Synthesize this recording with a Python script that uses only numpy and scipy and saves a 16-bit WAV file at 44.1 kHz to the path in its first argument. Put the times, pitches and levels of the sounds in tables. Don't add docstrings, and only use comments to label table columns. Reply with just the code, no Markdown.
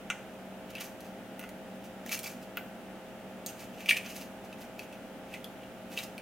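import sys
import numpy as np
from scipy import signal
from scipy.fft import rfft, irfft, next_fast_len
from scipy.io import wavfile
from scipy.ndimage import map_coordinates

SR = 44100
rng = np.random.default_rng(int(sys.argv[2]) if len(sys.argv) > 2 else 0)


def wrap_up_sound(samples):
    columns = np.atleast_2d(samples).T
    tamed = np.clip(columns, -1, 1)
    steps = np.round(tamed * 32767).astype(np.int16)
    wavfile.write(sys.argv[1], SR, steps)


N = 273861
T = np.arange(N) / SR


def undb(db):
    return 10 ** (np.asarray(db) / 20)


def unit(x):
    return x / np.sqrt(np.mean(x ** 2))


def colour(x, points):
    n = next_fast_len(len(x), True)
    hz, db = np.transpose(points)
    curve_db = np.interp(np.log(np.fft.rfftfreq(n, 1 / SR) + 1), np.log(hz), db)
    return irfft(rfft(x, n) * undb(curve_db), n)[:len(x)]


def band(x, lo_hz, hi_hz, order=2):
    return signal.sosfilt(signal.butter(order, [lo_hz, hi_hz], "band", fs=SR, output="sos"), x)


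def add(track, start_s, x):
    i = int(start_s * SR)
    track[i:i + len(x)] += x[:N - i]


def impulse(x, db):
    return x * undb(db) * np.sqrt(.003 * SR / np.sum(x ** 2))


def wander(per_s):
    return map_coordinates(rng.standard_normal(1024), [T * per_s], order=1, mode="mirror")


# (multiple of the shaft rate, level [dB])
MOTOR_HARMONICS = [(1, -71.5), (2, -67.5), (4, -68), (5, -64), (6, -64.5), (7, -64), (9, -56), (11, -57),
                   (12, -62), (13, -65.5), (14, -65), (15, -65.5)]
# (frequency [Hz], level [dB])
FAN_TONES = [(191.6, -54.5), (264, -64.5)]
# (frequency [Hz], bandwidth [Hz], level [dB])
CABINET_MODES = [(190.7, 7.3, -65), (232.3, 16.7, -59), (268, 20, -70), (609.3, 7.7, -63),
                 (801, 5.8, -64.5)]
# (frequency [Hz], relative level [dB])
AIR_SPECTRUM = [(25, -13), (70, -7), (130, -2), (220, 8), (370, 0.5), (560, 2), (780, -1.5), (1080, -8.5),
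                (1400, -5), (2100, -10.5), (2900, -11), (4300, -22.5), (8500, -25.5), (15500, -26.5)]
# (frequency [Hz], side minus mid level [dB])
AIR_WIDTH = [(60, -6), (110, 0), (200, -13.5), (700, -11.5), (1050, -6), (1400, -7), (2380, -4), (4400, -1),
             (15000, -1)]


def refrigerator(shaft_hz=58.48, air_db=-49):
    def tone(hz, db, drift_rad):
        phase = 2 * np.pi * (hz * T + rng.random()) + drift_rad * wander(2.95)
        return np.sqrt(2) * undb(db) * np.sin(phase)
    hum = sum(tone(k * shaft_hz, db + .46 * wander(3.74), drift_rad=.12) for k, db in MOTOR_HARMONICS)
    hum += sum(tone(hz, db - wander(7), drift_rad=.57) for hz, db in FAN_TONES)
    for hz, width, db in CABINET_MODES:
        hum += undb(db) * unit(band(rng.standard_normal(N), hz - width / 2, hz + width / 2))
    air = [undb(air_db) * unit(colour(noise, AIR_SPECTRUM)) for noise in rng.standard_normal((2, N))]
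    mid, side = hum + air[0], colour(air[1], AIR_WIDTH)
    return np.array([mid + side, mid - side])


# (time [s], board level [dB], edge click level [dB], snap level [dB])
LANDINGS = [(0.1015, -26, -39, -50), (1.3942, -45, -55, -43), (1.413, -48, -56, -62),
            (1.428, -47, -66, -56), (1.439, -42.5, -66, -58), (2.5717, -31.5, -57, -37)]
# (frequency [Hz], relative level [dB], 60 dB decay time [s])
BOARD_MODES = [(1480, 3, 0.021), (2060, 1, 0.023), (2620, 4, 0.012), (2776, 4, 0.014), (6360, -10, 0.01)]


def falling_bits(clatter_db=-7.5, clatter_s=.0087):
    out, t = np.zeros(N), np.arange(SR // 10) / SR
    for start_s, board_db, click_db, snap_db in LANDINGS:
        spot_db = rng.normal(0, 1, len(BOARD_MODES))
        board = sum(undb(db + spot - 60 * t / t60) * np.sin(2 * np.pi * hz * t)
                    for (hz, db, t60), spot in zip(BOARD_MODES, spot_db))
        ring = impulse(band(board, 1100, 17000, order=3), board_db)
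        clatter = band(rng.standard_normal(len(t)) * np.exp(-t / clatter_s), 1300, 3000)
        tap = ring + impulse(clatter, board_db + clatter_db)
        add(out, start_s, tap + brittle_click(t, click_db, snap_db))
    return out


def brittle_click(t, click_db, snap_db, click_s=.00066, snap_s=.00028):
    click = band(rng.standard_normal(len(t)) * np.exp(-t / click_s), 3450, 6700)
    snap = band(rng.standard_normal(len(t)) * np.exp(-t / snap_s), 8600, 16700)
    return impulse(click, click_db) + impulse(snap, snap_db)


def effort(from_peak_s, length_s):
    return np.exp(-np.abs(2 * from_peak_s / length_s) ** .89)


# (peak time [s], length [s], crackle level [dB], hollow level [dB])
MEMBRANE_PULLS = [(0.705, 0.014, -55, -53), (0.77, 0.036, -57.5, -45), (0.811, .012, -40, -38.5),
                  (0.849, .035, -47, -60), (1.061, .06, -59.5, -70), (1.85, 0.029, -56, -63),
                  (2.082, 0.026, -51, -55), (2.135, 0.027, -34, -38), (2.244, 0.01, -38.5, -46),
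                  (2.27, .025, -43, -52), (2.32, 0.021, -52, -68), (2.43, .025, -57.5, -68),
                  (3.492, 0.024, -45, -49.5), (3.609, 0.048, -50, -51.5), (3.817, 0.071, -54.5, -52.5),
                  (3.901, 0.016, -31.5, -25), (3.971, 0.0088, -36.5, -38), (4.062, 0.017, -45.5, -42.5),
                  (4.106, 0.032, -47, -48.5), (4.164, .03, -46.5, -52), (4.215, 0.032, -47.5, -49.5),
                  (4.45, .025, -59, -69), (4.62, 0.048, -55.5, -58), (4.79, .012, -54, -51),
                  (4.833, 0.027, -56.5, -53.5), (4.935, .025, -61, -59), (5.341, 0.046, -55, -50),
                  (5.634, 0.023, -75, -53.5), (5.93, .03, -50, -53.5), (5.984, 0.024, -42, -40),
                  (6.034, 0.022, -46, -57)]
# (frequency [Hz], relative level [dB])
CRACKLE_SPECTRUM = [(400, -20), (1300, 0), (2500, 3.5), (3700, 1.5), (4900, 4), (6500, 4), (8500, -3),
                    (11000, 0), (14000, 1.5), (16000, -4.5)]
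# (frequency [Hz], relative level [dB])
HOLLOW_SPECTRUM = [(500, -30), (1000, -14), (1450, -16.5), (1850, -4), (2350, -2), (2700, 4), (3500, -8),
                   (6000, -33)]


def tearing(breaks_per_s=3000, scatter_db=3.6, stutter_db=2.5, rasp_s=.00012):
    size = undb(scatter_db * np.minimum(rng.exponential(size=N), 4))
    breaks = (rng.random(N) < breaks_per_s / SR) * size
    breaks *= undb(stutter_db * wander(120))
    energy_decay = np.exp(-np.arange(64) / (rasp_s * SR))
    rasp = np.sqrt(np.convolve(breaks ** 2, energy_decay)[:N])
    crackle = unit(colour(rasp * rng.standard_normal(N), CRACKLE_SPECTRUM))
    hollow = unit(colour(rasp * rng.standard_normal(N), HOLLOW_SPECTRUM))
    out = np.zeros(N)
    for peak_s, length_s, crackle_db, hollow_db in MEMBRANE_PULLS:
        out += effort(T - peak_s, length_s) * (undb(crackle_db) * crackle + undb(hollow_db) * hollow)
    return out


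def splinters(per_s=70, ring_hz=2710, pitch_spread=.058, spread_db=3, snap_db=-3):
    rows = []
    for peak_s, length_s, crackle_db, hollow_db in MEMBRANE_PULLS:
        for k, (jitter, pitch, force) in enumerate(rng.random((16, 3))):
            from_peak_s = (k + jitter) / per_s - length_s
            if from_peak_s < length_s:
                db = 20 * np.log10(effort(from_peak_s, length_s)) + spread_db * (2 * force - 1)
                hz = ring_hz * (1 + pitch_spread * (2 * pitch - 1))
                rows.append((peak_s + from_peak_s, hz, hollow_db + db, crackle_db + snap_db + db))
    return rows


# (time [s], flake frequency [Hz], ring level [dB], snap level [dB])
SHELL_CRACKS = [(.7525, 2590, -37.5, -52), (.8078, 2400, -53, -40.5), (1.0062, 2460, -68, -49.5),
                (1.4913, 1960, -51.5, -51.5), (2.0628, 1820, -43, -46), (2.0932, 2227, -38, -44),
                (2.1439, 2710, -43, -44), (2.1757, 2400, -42, -46), (2.191, 3220, -44, -38),
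                (2.2326, 2315, -56, -43), (2.2595, 2320, -39, -51), (3.4623, 8330, -42, -37),
                (3.466, 6440, -38, -46), (3.8595, 2433, -36, -48), (3.8889, 2780, -26, -43),
                (3.8923, 2487, -17, -52), (3.896, 2810, -26, -47), (3.9094, 2280, -17.5, -39),
                (3.9108, 1906, -25, -50), (3.9232, 2250, -30, -40), (3.946, 2430, -35, -54),
                (3.9692, 2530, -28.5, -48), (4.5281, 2610, -45.5, -60), (4.7933, 2540, -37.5, -50),
                (4.9265, 2700, -48, -59), (5.3395, 2480, -37.5, -57), (5.3445, 2050, -43, -60),
                (5.4436, 3360, -42, -45.5), (5.9756, 2700, -31, -45), (5.988, 3790, -38, -51),
                (6.1798, 2430, -41.5, -49.5)]


def cracks(ring_s=.0015, rise_s=.00048, sag=.37, sag_s=.00024, knock_db=-10, click_db=-4.5):
    out, t = np.zeros(N), np.arange(SR // 20) / SR
    for start_s, hz, ring_db, snap_db in SHELL_CRACKS + splinters():
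        phase = 2 * np.pi * np.cumsum(hz * (1 + sag * np.exp(-t / sag_s))) / SR
        envelope = np.exp(-t / ring_s) * (1 - np.exp(-t / rise_s))
        overtone = undb(-20) * np.sin(3.6 * phase)
        ring = envelope * (np.sin(phase) + overtone)
        knock = band(rng.standard_normal(len(t)) * np.exp(-t / .0019), hz * .83, hz * 1.86)
        flake = band(impulse(ring, ring_db) + impulse(knock, ring_db + knock_db), 1480, 19000, order=3)
        add(out, start_s, flake + brittle_click(t, snap_db + click_db, snap_db))
    return out


def from_the_right(x, shade_db=2.5, lag_s=.00001):
    n = next_fast_len(N, True)
    delay = np.exp(-2j * np.pi * np.fft.rfftfreq(n, 1 / SR) * lag_s)
    later = irfft(rfft(x, n) * delay, n)[:N]
    left = colour(later, [(4000, 0), (12000, -shade_db / 2)])
    right = colour(x, [(4000, 0), (12000, shade_db / 2)])
    return left, right


# (delay [s], gain [dB])
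NEAR_ECHOES = [(.0042, -16), (.0069, -12)]
# (frequency [Hz], gain [dB])
ROOM_SPECTRUM = [(300, -10), (1400, 0.5), (2600, -3), (6000, 1), (14000, -2)]


def kitchen(dry, early_db=-5, early_t60=.06, late_db=-6, late_t60=.4, treble_t60=.46, mic_gap_m=.018):
    n = SR // 2
    t = np.arange(n) / SR
    onset = np.clip((t - .0015) / .00033, 0, 1)
    def decay(t60):
        return onset * undb(-60 * t / t60)
    diffuse = []
    for noise in rng.standard_normal((2, n)):
        early = noise * decay(early_t60)
        late = band(noise, 200, 8800) * decay(late_t60) + band(noise, 5600, 16800) * decay(treble_t60)
        field = undb(early_db) * unit(early) + undb(late_db) * unit(late)
        diffuse.append(colour(field, ROOM_SPECTRUM) / np.sqrt(n))
    coherence = np.sinc(2 * np.fft.rfftfreq(n, 1 / SR) * mic_gap_m / 343)
    mid = irfft(rfft(diffuse[0]) * np.sqrt((1 + coherence) / 2), n)
    side = irfft(rfft(diffuse[1]) * np.sqrt((1 - coherence) / 2), n)
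    mid[0] += 1
    for delay_s, db in NEAR_ECHOES:
        mid[int(delay_s * SR)] += undb(db)
    left, right = from_the_right(dry)
    return np.array([signal.fftconvolve(left, mid + side)[:N],
                     signal.fftconvolve(right, mid - side)[:N]])


def scene():
    return kitchen(cracks() + tearing() + falling_bits()) + refrigerator()


def record(dry, cutoff_hz=16000):
    return signal.sosfilt(signal.ellip(10, .2, 70, cutoff_hz, fs=SR, output="sos"), dry)


dry = scene()
out = record(dry)
wrap_up_sound(out)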